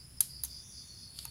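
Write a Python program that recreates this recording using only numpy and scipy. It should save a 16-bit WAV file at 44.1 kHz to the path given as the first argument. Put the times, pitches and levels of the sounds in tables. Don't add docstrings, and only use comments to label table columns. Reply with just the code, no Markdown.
import sys
import numpy as np
from scipy import signal
from scipy.fft import rfft, irfft, next_fast_len
from scipy.io import wavfile
from scipy.ndimage import map_coordinates

SR = 44100
rng = np.random.default_rng(int(sys.argv[2]) if len(sys.argv) > 2 else 0)


def waveform_to_disk(signal):
    frames = np.transpose(np.atleast_2d(signal))
    scaled = np.clip(frames, -1, 1) * 32767
    samples = np.round(scaled).astype(np.int16)
    wavfile.write(sys.argv[1], SR, samples)


N = 57330
T = np.arange(N) / SR

# pitch_hz, level_db
HUM_TONES = [(64, -60.5), (126, -69.5)]
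# frequency_hz, relative_level_db (per Hz)
AIR_COLOUR = [(20, -9.5), (45, -9), (70, -1), (95, -1), (140, -1), (200, -9), (300, -15), (450, -22.5),
              (800, -26), (2500, -26.5), (8500, -29), (10500, -22), (12000, -29.5), (15500, -29.5)]
# frequency_hz, gain_db
AIR_SIDE_COLOUR = [(60, -25), (125, -29), (300, -15.5), (1200, -8), (3000, -8), (10000, -7.5)]
# start_s, end_s, pitch_hz, width_hz, level_db
CHORUS_TRILLS = [(-.2, 1.5, 10020, 330, -60.5), (-.2, 1.5, 5020, 250, -67.5), (-.2, 1.5, 7050, 230, -79),
                 (.5, 1.017, 5910, 348, -58.5), (.52, 0.99, 6880, 220, -67.5), (.46, 1.5, 3546, 116, -68.5),
                 (.83, 1.5, 4433, 87, -55.5)]
# middle_s, half_length_s, pitch_hz, level_db
NEAR_CHIRRS = [(-0.008, 0.035, 4880, -55), (0.358, 0.056, 4840, -49.5), (0.555, 0.057, 4853, -48),
               (0.787, 0.048, 4820, -50), (1.012, 0.058, 4940, -54), (1.2, 0.065, 4970, -57.5)]
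# start_s, level_db
FALLING_CHIRPS = [(0.027, -57.5), (0.087, -62.5), (.118, -61.5), (.158, -55.5), (.228, -52)]
# start_s, level_db, chatter_length_s, low_tone_db, middle_tone_db, high_tone_db,
# top_tone_db, frame_knock_db
BEAD_FLICKS = [(0.2052, -14.5, 0.0063, -2.5, -2.5, 0, -2.5, -37),
               (0.4357, -27.5, .009, -4.5, 0.5, 0, 9.5, -25.5), (0.447, -37, 0.013, 1, 2, 12, 5, -33),
               (1.1884, -40.5, 0.00212, 12, 17.5, 9, -12, -32),
               (1.2525, -34, 0.00074, 1, 0.5, 0.5, 2.5, -9.5)]
# (low, middle, high, a fixed 0 dB point, top)
FLICK_TONE_HZ = [2900, 4700, 6400, 10500, 14500]
# pitch_hz, relative_level_db, time_to_fall_60_db_s
BEAD_MODES = [(3340, -29, .014), (3920, -7, 0.0087), (4735, -8.5, 0.017), (6420, -5.5, 0.01),
              (7160, -3.5, 0.006), (9560, -0.5, 0.015), (10120, 4, 0.015), (11180, 3, 0.018),
              (12700, -8, 0.02), (13800, -12, 0.014)]
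# pitch_hz, relative_level_db, time_to_fall_60_db_s
FRAME_MODES = [(875, -0.5, 0.055), (938, -4.5, 0.12), (1270, -4.5, 0.066), (1850, -23, 0.019),
               (2720, 4.5, 0.023)]
# frequency_hz, relative_level_db
CRACK_COLOUR = [(400, 1.5), (1000, -5.5), (1900, -7), (2500, -18.5), (3200, -0.5), (8300, -7.5),
                (10500, -1.5), (12500, -1), (15500, -5)]
# middle_s, half_length_s, level_db
BEAD_SLIDES = [(1.184, 0.042, -54.5), (1.238, 0.03, -55.5)]
# frequency_hz, relative_level_db
SLIDING_COLOUR = [(600, -59), (2200, -15), (3600, -7.5), (6000, -13), (8500, -5), (11000, 0), (13000, -11),
                  (15500, -23)]
# frequency_hz, time_to_fall_60_db_s
ROOM_DECAY = [(300, 0.22), (1500, 0.17), (5000, 0.29), (10000, 0.37), (15000, 0.21)]
# frequency_hz, gain_db
ECHO_COLOUR = [(400, 0), (900, 1.5), (1500, 8), (3500, 7), (8300, 1.5), (10500, -4), (14000, 1.5)]

AIR_DB = -57
HUM_WAVER_DB, HUM_DRIFT_RAD = 6, 0.49
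TRILL_FADE_S, TRILL_WAVER_DB = 0.24, 1.63
CHIRR_WIDTH_HZ = 211
CHIRP_S, CHIRP_HZ, CHIRP_WIDTH_HZ, CHIRP_FALL_HZ_PER_S = 0.046, 5330, 130, 9400
CHATTER_LOSS_DB, CHATTER_SCATTER_DB = 16, 3
CRACK_DB, CRACK_T60_S = -4.5, 0.0079
MODE_SCATTER_DB, PITCH_SPREAD = 1.5, 0.02
CONTACT_S, KNOCK_S = 0.00029, 0.00033
BEAD_LOW_HZ = 1534
ROOM_DB, ROOM_WIDTH, ROOM_BUILD_S = -13, 0.027, 0.0012
TOP_HZ = 15800


def amp(db):
    return 10 ** (np.asarray(db) / 20)


def unit(x):
    return x / np.sqrt(np.mean(x ** 2) + 1e-20)


def along(points, hz):
    f, v = np.transpose(points)
    return np.interp(np.log(hz + 1), np.log(f + 1), v)


def wobble(rate):
    points = rng.standard_normal(int(N * rate / SR) + 4)
    return map_coordinates(points, [T * rate])


def filtered(x, response):
    m = next_fast_len(N + SR // 2)
    gain = response(np.fft.rfftfreq(m, 1 / SR))
    return irfft(rfft(x, m) * gain, m)[..., :N]


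def noise(colour):
    hiss = rng.standard_normal(N)
    return unit(filtered(hiss, lambda f: amp(along(colour, f))))


def background():
    hum = np.zeros(N)
    for hz, db in HUM_TONES:
        level = amp(db + HUM_WAVER_DB * wobble(14)) * np.sqrt(2)
        drift = HUM_DRIFT_RAD * wobble(13.85)
        hum += level * np.sin(2 * np.pi * hz * T + drift)
    side = filtered(noise(AIR_COLOUR), lambda f: amp(along(AIR_SIDE_COLOUR, f)))
    return hum + amp(AIR_DB) * (noise(AIR_COLOUR) + np.array([side, -side]))


def rasp(hz, width_hz):
    strikes = rng.standard_normal(N)
    return unit(filtered(strikes, lambda f: (1 + ((f - hz) / (2 * width_hz)) ** 2) ** -2))


def trills():
    out = np.zeros(N)
    for start, end, hz, width_hz, db in CHORUS_TRILLS:
        gate = np.clip(np.minimum(T - start, end - T) / TRILL_FADE_S + 0.5, 0, 1)
        level = amp(db + TRILL_WAVER_DB * wobble(19.97))
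        out += level * gate * rasp(hz, width_hz)
    return out


def chirps():
    out = np.zeros(N)
    for start, db in FALLING_CHIRPS:
        age = np.clip(T - start, 0, CHIRP_S)
        swell = np.sin(np.pi * age / CHIRP_S)
        fall = np.exp(-1j * np.pi * CHIRP_FALL_HZ_PER_S * age ** 2)
        sliding_rasp = np.real(signal.hilbert(rasp(CHIRP_HZ, CHIRP_WIDTH_HZ)) * fall)
        out += amp(db) * swell * sliding_rasp
    return out


def chirrs():
    out = np.zeros(N)
    for middle, half, hz, db in NEAR_CHIRRS:
        swell = np.exp(-np.abs((T - middle) / half) ** 3 / 2)
        out += amp(db) * swell * rasp(hz, CHIRR_WIDTH_HZ)
    return out


def ring(modes, t):
    tones = np.zeros(len(t))
    for hz, db, t60 in modes:
        level = amp(db + rng.normal(0, MODE_SCATTER_DB) - 60 * t / t60)
        pitch = hz * (1 + rng.normal(0, PITCH_SPREAD))
        tones += level * np.sin(2 * np.pi * pitch * t)
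    return tones * (1 - np.exp(-t / CONTACT_S))


def bead_chatter(length, count=10):
    t = np.arange(SR // 12) / SR
    chatter, hiss = np.zeros(N), noise(CRACK_COLOUR)
    for k in range(count):
        jitter = rng.uniform(-0.33, 0.3) * (k > 0)
        share = ((k + jitter) / (count - 1)) ** 1.4
        age = np.maximum(t - share * length, 0)
        fresh_hiss = np.roll(hiss, k * len(t))[:len(t)]
        fade = amp(CRACK_DB - 60 * age / CRACK_T60_S)
        crack = fade * (1 - np.exp(-age / CONTACT_S)) * fresh_hiss
        strength = amp(rng.normal(0, CHATTER_SCATTER_DB) - CHATTER_LOSS_DB * share)
        chatter[:len(t)] += strength * (ring(BEAD_MODES, age) / 2 + crack)
    bass_cut = signal.butter(2, BEAD_LOW_HZ, "highpass", fs=SR, output="sos")
    return signal.sosfilt(bass_cut, chatter)


def frame_knock(db):
    t = np.arange(SR // 12) / SR
    knock = np.zeros(N)
    knock[:len(t)] = amp(db) * ring(FRAME_MODES, t) * (1 - np.exp(-t / KNOCK_S)) / 2
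    return knock


def flick(length, tone_db, frame_db):
    tone_curve = list(zip(FLICK_TONE_HZ, tone_db))
    chatter = filtered(bead_chatter(length), lambda f: amp(along(tone_curve, f)))
    return frame_knock(frame_db) + chatter


def slides():
    push = sum(amp(db) * np.exp(-((T - middle) / half) ** 2) for middle, half, db in BEAD_SLIDES)
    grain = amp(1.4 * wobble(500))
    return push * unit(noise(SLIDING_COLOUR) * grain)


def beads():
    out = np.zeros(2 * N + SR)
    for start, db, length, low_db, middle_db, high_db, top_db, frame_db in BEAD_FLICKS:
        tone_db = [low_db, middle_db, high_db, 0, top_db]
        out[round(start * SR):][:N] += amp(db) * flick(length, tone_db, frame_db)
    return out[:N] + slides()


def room(x):
    hz, t, bands = signal.stft(x, SR, nperseg=64)
    decay = amp(-120 * t / along(ROOM_DECAY, hz)[:, None]) * (1 - np.exp(-t / ROOM_BUILD_S))
    decay = decay / decay.sum(1, keepdims=True)
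    energy = np.abs(signal.fftconvolve(np.abs(bands) ** 2, decay, axes=1))[:, :len(t)]
    scatter = signal.stft(rng.standard_normal((2, N)), SR, nperseg=64)[2]
    shaped = scatter / np.std(scatter) * np.sqrt(energy)
    mid, side = signal.istft(shaped, SR, nperseg=64)[1][:, :N]
    return np.array([mid + ROOM_WIDTH * side, mid - ROOM_WIDTH * side])


def scene():
    behind = background() + trills() + chirps() + chirrs()
    abacus = beads()
    echo = filtered(room(abacus), lambda f: amp(ROOM_DB + along(ECHO_COLOUR, f)))
    return behind + abacus + echo


def record(dry):
    return filtered(dry, lambda hz: np.clip((TOP_HZ - hz) / 600 + 0.5, 0, 1))


dry = scene()
out = record(dry)
waveform_to_disk(out)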